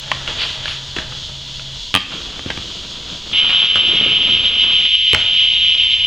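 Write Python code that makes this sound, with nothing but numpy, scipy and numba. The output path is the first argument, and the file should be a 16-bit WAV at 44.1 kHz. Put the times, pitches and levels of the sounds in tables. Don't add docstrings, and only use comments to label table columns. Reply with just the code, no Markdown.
import sys
import numpy as np
from scipy import signal
from scipy.fft import rfft, irfft
from scipy.io import wavfile
from scipy.ndimage import uniform_filter1d
from numba import njit

SR = 44100
rng = np.random.default_rng(int(sys.argv[2]) if len(sys.argv) > 2 else 0)


def int16_out(signal):
    q = np.round(np.clip(np.atleast_2d(signal).T, -1, 1) * 32767)
    wavfile.write(sys.argv[1], SR, q.astype(np.int16))


N = 267246
TIME = np.arange(N) / SR
SECOND_RUN_S = 3.327

# (frequency [Hz], level [dB])
AIR_SPECTRUM = [(20, 7), (50, 9.5), (110, -0.5), (200, -5), (400, -13.5), (700, -12.5), (820, -28.5),
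                (980, -3.5), (1150, -32.5), (2200, -11.5), (6000, -18.5), (15000, -46.5)]
FAR_CHORUS_SPECTRUM = [(1800, -23.5), (2450, -23), (2900, -3.5), (3250, 0), (3430, 2.5), (3620, -3),
                       (4200, -5), (5000, -10.5), (6200, -16.5), (6600, -12.5), (7100, -19.5),
                       (8000, -28.5), (10000, -48.5), (15000, -46.5)]
NEAR_CHORUS_SPECTRUM = [(800, -57.5), (1500, -56.5), (1950, -20.5), (2500, -4.5), (2850, -0.5), (3100, 8.5),
                        (3380, 0.5), (3750, -2), (4050, -12.5), (5000, -19), (6700, -27.5), (8200, -38),
                        (11000, -44.5), (15000, -58.5)]
# (body resonance [Hz], level [dB])
CICADA_BODIES = [(2178, -35), (2444, -36), (2665, -32), (2825, -27), (2885, -27), (2966, -22),
                 (3060, -21.5), (3085, -24), (3155, -23), (3235, -24), (3438, -30), (3581, -30),
                 (3770, -34), (3930, -39)]
# (frequency [Hz], level [dB])
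SCATTER_SPECTRUM = [(150, 2.5), (600, -13.0), (1300, -2.0), (3300, -1.0), (10000, 3.5)]
# (frequency [Hz], level [dB])
RUMBLE_SPECTRUM = [(30, -6), (80, 7.5), (200, 9.5), (450, 4.5), (750, -2), (1500, -55.5)]
GRIT_SPECTRUM = [(300, -11), (600, -4.5), (800, -2.5), (1300, 3), (2000, -3), (3300, 8.5), (5000, -18),
                 (8000, -35), (14000, -45)]
# (frequency [Hz], level [dB])
SHELL_SPECTRUM = [(60, -28), (200, -7.5), (420, -11.5), (620, 1), (780, -15), (1020, 0), (1600, 3.5),
                  (2100, 2), (3000, 6), (3800, -0.5), (5000, -8.5), (8000, -24), (15000, -60)]
SKID_SPECTRUM = [(500, -19), (1400, -10), (2300, -5.5), (3200, 4.5), (4500, -5.5), (5600, -20.5),
                 (9000, -38), (15000, -55)]
SCRAPE_SPECTRUM = [(100, 6), (300, -3), (600, -1), (800, -2), (1300, 3), (2200, -2), (3200, 6),
                   (4600, -8.5), (7000, -13), (11000, -52.5), (15000, -51)]
# (frequency [Hz], t60 [s], level [dB])
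THUD_MODES = [(91, 0.045, -6), (157, 0.046, -14), (260, 0.029, -5), (323, 0.035, -3.5), (503, 0.052, -6.5)]
FRAME_MODES = [(270, 0.029, -27), (560, 0.012, -25), (904, 0.013, -19.5), (1200, .03, -23),
               (3116, 0.034, -21), (3207, 0.13, -31)]
RAIL_MODES = [(635.5, 0.14, -1), (690, 0.42, -8), (865, 0.19, -4.5), (956, 0.067, 1.5), (1129, 0.16, -18.5),
              (1208, 0.12, -13.5), (1475, 0.19, -12.5), (1716, 0.12, -8), (1985, 0.067, -4),
              (2580, 0.074, -17), (3356, 0.2, 7.5)]
# (start [s], end [s], nearest at [s], time to 3 dB down [s], rumble [dB], grit [dB])
PASSES = [(2.076, 3.332, 1.27, 9, -41.5, -42), (3.326, 4.877, 4.18, 1, -37, -34)]
# (time [s], half length [s], extra rumble [dB], extra grit [dB])
LEANS = [(2.163, 0.11, 2.5, 7), (2.475, 0.044, 5, 5.5), (3.537, 0.12, -6, 4.5), (3.682, 0.059, -5, -3.5),
         (3.92, 0.17, 6.5, 3.5), (4.33, 0.038, 5, 1), (4.75, 0.078, -5.5, -1.5)]
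# (time [s], clack [dB], chatter decay [ms], thud [dB], change per wheel [dB])
TOUCHDOWNS = [(1.9411, -2.5, 2.6, -9, -20), (1.9511, 11, 0.83, -4, -4.5), (2.394, -15.5, 0.47, -17, -20),
              (2.46, -29, 5, -2, -13), (2.5026, -10.5, 4.1, -9, -10), (2.5744, -14.5, 1.4, -3.5, -9.5),
              (3.494, -15.5, 4.4, -23.5, -3), (3.7568, -9.5, 3.2, -10.5, -4), (4.854, -20.5, 6.5, -34, -9),
              (4.947, -25.5, 1.9, -39, -12.5)]
# (time [s], half length [s], rasp [dB], squeak pitch [Hz], squeak [dB])
SIDE_SKIDS = [(0.292, 0.01, -27, 9000, -83), (0.421, 0.024, -20.5, 4500, -29),
              (0.479, 0.08, -27, 10800, -63), (0.704, 0.05, -26, 9950, -57)]
# (time [s], clack [dB], chatter decay [ms], hollow note [Hz], note level [dB], weight behind it [dB])
RAIL_KNOCKS = [(0.1161, -5.5, 2.4, 1035, -4, -33), (0.121, -24, 1.6, 1170, -11.5, -39),
               (.277, -12, 2.6, 2830, -15.5, -16.5), (.657, -10, 0.96, 1710, -14.5, -27),
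               (0.6798, -16, 3.5, 920, -23, -27), (0.9644, -14, 3.7, 435, -14, -8),
               (.985, -10.5, 2.6, 1780, -13.5, -6.5), (1.021, -30, 3.1, 1620, -22, -17),
               (1.1217, -30, 7, 1210, -27, -21), (1.596, -21.5, 2, 1380, -39, -35),
               (5.1326, 1.5, 0.73, 478, -5, -2), (5.147, 3.5, 2.5, 2150, -1, -9)]
# (start [s], end [s], scrape [dB], time to half amplitude [s])
SLIDES = [(0, 1.8, -40.5, 3.6), (5.15, 6.1, -39.5, 1.1)]


def undb(db):
    return 10 ** (np.asarray(db) / 20)


def level(x, db=0):
    return x * undb(db) / np.sqrt(np.mean(x ** 2))


def convolve(x, response):
    return signal.fftconvolve(x, response)[:len(x)]


def colour(x, points, size=4096):
    hz, db = np.transpose(points)
    log_hz = np.log(np.fft.rfftfreq(size, 1 / SR) + 1)
    log_gain = np.log(undb(np.interp(log_hz, np.log(hz), db)))
    causal_window = np.r_[1, np.full(size // 2 - 1, 2), np.zeros(size // 2)]
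    cepstrum = irfft(log_gain) * causal_window
    return convolve(x, irfft(np.exp(rfft(cepstrum))))


def band(x, low_hz, high_hz):
    return signal.sosfilt(signal.butter(2, [low_hz, high_hz], "band", fs=SR, output="sos"), x)


def ringing(modes):
    t = TIME[:SR]
    return sum(undb(db - 60 * t / t60) * np.sin(2 * np.pi * hz * t) for hz, t60, db in modes)


def walk(rate_hz):
    span = max(int(SR / rate_hz), 2)
    steps = np.repeat(rng.standard_normal(N // span + 2), span)
    return level(uniform_filter1d(steps, span)[rng.integers(span):][:N])


def grains(per_second, spread_db):
    impulses = (rng.random(N) < per_second / SR) * rng.choice([-1, 1], N)
    return impulses * undb(spread_db * np.minimum(rng.exponential(size=N), 4))


def hold(start_s, end_s, ramp_s=0.055):
    return np.clip(np.minimum(TIME - start_s, end_s - TIME) / ramp_s + .5, 0, 1)


def swell(s, half_s):
    return np.exp(-((TIME - s) / half_s) ** 2 / 2)


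def add(out, s, sound):
    part = out[int(s * SR):][:len(sound)]
    part += sound[:len(part)]


def open_air(db=-39):
    return level(colour(rng.standard_normal(N), AIR_SPECTRUM) * undb(walk(2.2)), db)


def cicada(body_hz, db, tymbal_hz=184.9, body_t60=.024):
    click_hz = body_hz / np.round(body_hz / tymbal_hz)
    cycles = np.cumsum(click_hz * (1 + .002 * walk(14) + .008 * walk(250))) / SR
    strength = undb(3 * walk(180) + 2.2 * walk(22))
    clicks = np.diff(np.floor(cycles + rng.random()), prepend=0) * strength
    return level(convolve(clicks, ringing([(body_hz, body_t60, 0)])), db)


def insects(far_db=-30.5, near_db=-13.0, crowd_db=-20, throb_hz=26, throb_db=1.24, lag_samples=1.11):
    second_run = np.clip((TIME - SECOND_RUN_S) / .006, 0, 1)
    far = level(colour(rng.standard_normal(N), FAR_CHORUS_SPECTRUM) * undb(1.04 * walk(16)), far_db)
    crowd = level(colour(grains(12000, 2.4), NEAR_CHORUS_SPECTRUM), crowd_db)
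    singers = band(sum(cicada(hz, db) for hz, db in CICADA_BODIES), 2270, 4100)
    near = second_run * level(crowd + singers, near_db) * undb(throb_db * walk(throb_hz))
    near_left = irfft(rfft(near) * np.exp(-2j * np.pi * np.fft.rfftfreq(N) * lag_samples), N)
    return (1 - second_run) * far + np.array([near_left, near])


def trees(x, t60=0.34, wet_db=-9.0, echo_s=0.054, echo_db=-21):
    t = TIME[:SR]
    tail = rng.standard_normal(SR) * undb(-60 * t / t60) * (1 - np.exp(-t / .008))
    tail *= undb(wet_db) / np.linalg.norm(tail)
    tail[int(echo_s * SR)] += undb(echo_db)
    return colour(convolve(x, tail), SCATTER_SPECTRUM)


def wheels(rumble_db=1, grit_db=3, bump_db=2.0):
    bumps = undb(bump_db * walk(40))
    rumble = level(colour(grains(900, 2.2) * bumps, RUMBLE_SPECTRUM), rumble_db)
    grit = level(colour(grains(1800, 3.05) * bumps, GRIT_SPECTRUM), grit_db)
    for s, half_s, more_rumble_db, more_grit_db in LEANS:
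        rumble *= undb(more_rumble_db * swell(s, half_s))
        grit *= undb(more_grit_db * swell(s, half_s))
    out = np.zeros(N)
    for start, end, nearest_s, passing_s, low_db, high_db in PASSES:
        relative_distance = np.hypot(1, (TIME - nearest_s) / passing_s)
        out += hold(start, end) * (undb(low_db) * rumble + undb(high_db) * grit) / relative_distance
    return out


def clack(decay_ms, chatter=0.4):
    force = chatter * rng.standard_normal(SR) * np.exp(-1000 * TIME[:SR] / decay_ms)
    force[0] += 1
    return colour(force, SHELL_SPECTRUM)


def thud(push_s=0.00056, roughness=2.5):
    push = TIME[:SR] * np.exp(-TIME[:SR] / push_s)
    force = push / push.sum() * (1 + roughness * rng.standard_normal(SR))
    return convolve(ringing(THUD_MODES), force)


def footfalls(clack_db=10.5, thud_db=-7, wheel_count=3, wheel_gap_s=.0108):
    out, frame = np.zeros(N), ringing(FRAME_MODES)
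    for s, db, decay_ms, weight_db, step_db in TOUCHDOWNS:
        slap = undb(db + clack_db) * (clack(decay_ms) + frame)
        thump = undb(weight_db + thud_db) * band(thud(), 95, 450)
        for wheel in range(wheel_count):
            add(out, s + wheel * wheel_gap_s, undb(wheel * step_db) * (slap + thump))
    return out


def load(settle_s=0.052):
    out = np.zeros(N)
    for s, *_, weight_db in RAIL_KNOCKS:
        add(out, s, undb(weight_db) * np.exp(-TIME[:SR] / settle_s))
    return out


def sliding_gain(start_s, end_s, half_s):
    return hold(start_s, end_s) / (1 + np.maximum(TIME - start_s, 0) / half_s)


def rail_bending(bending_hz=133.7, hum_db=-40, waver_db=2.5, shudder_db=-43, load_db=-29):
    first, second = (sliding_gain(start, end, half_s) for start, end, _, half_s in SLIDES)
    phase = 2 * np.pi * np.cumsum(bending_hz + .8 * walk(10)) / SR
    hum = level(np.sin(phase) * undb(waver_db * walk(14)), hum_db)
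    shudder = level(band(rng.standard_normal(N), 50, 150))
    return hum * first + shudder * (undb(shudder_db) * (first + second) + undb(load_db) * load())


def skids(half_width_hz=175, squeak_length_ratio=0.67):
    rasp, out = level(colour(grains(7000, 1.6), SKID_SPECTRUM)), np.zeros(N)
    for s, half_s, db, squeak_hz, squeak_db in SIDE_SKIDS:
        squeak = band(rng.standard_normal(N), squeak_hz - half_width_hz, squeak_hz + half_width_hz)
        out += swell(s, half_s) * undb(db) * rasp
        out += swell(s, squeak_length_ratio * half_s) * level(squeak, squeak_db)
    return out


def knocks(clack_db=12, hollow_t60=0.019, thud_db=-7, ring_db=-30):
    out, rail = np.zeros(N), ringing(RAIL_MODES)
    for s, db, decay_ms, hollow_hz, hollow_db, weight_db in RAIL_KNOCKS:
        crack = undb(db + clack_db) * clack(decay_ms)
        hollow = band(ringing([(hollow_hz, hollow_t60, hollow_db)]), hollow_hz / 2, hollow_hz * 2)
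        thump = undb(weight_db + thud_db) * thud()
        add(out, s, crack + hollow + thump + undb(db + ring_db) * rail)
    return out


def grind(load_db=-26, ring_db=-5, kink_s=0.38, kink_half_s=0.23, kink_db=-37):
    slips = grains(5000, 2.6) * undb(1.8 * walk(45))
    scrape = level(colour(slips, SCRAPE_SPECTRUM))
    ring = level(convolve(slips, ringing(RAIL_MODES)), ring_db)
    sliding = sum(undb(db) * sliding_gain(start, end, half_s) for start, end, db, half_s in SLIDES)
    kink = undb(kink_db) * swell(kink_s, kink_half_s)
    return (scrape + ring) * (sliding + kink + undb(load_db) * load())


def scene():
    blows = band(knocks() + footfalls(), 75, 10000)
    skater = blows + grind() + rail_bending() + skids() + wheels()
    return skater + trees(skater) + open_air() + insects()


@njit
def follow(x, attack, release):
    out, envelope = np.empty(len(x)), 0.
    for i in range(len(x)):
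        envelope += (x[i] - envelope) * (attack if x[i] > envelope else release)
        out[i] = envelope
    return out


def record(dry, attack_s=0.0022, release_s=0.16, threshold_db=-5, knee=0.73, top_hz=15800):
    envelope = follow(np.abs(dry).max(axis=0), 1 / (attack_s * SR), 1 / (release_s * SR))
    ducked = dry / np.maximum(envelope / undb(threshold_db), 1)
    linear = np.clip(ducked, -knee, knee)
    rounded = linear + (1 - knee) * np.tanh((ducked - linear) / (1 - knee))
    return signal.sosfilt(signal.ellip(8, .2, 70, top_hz, fs=SR, output="sos"), rounded)


dry = scene()
out = record(dry)
int16_out(out)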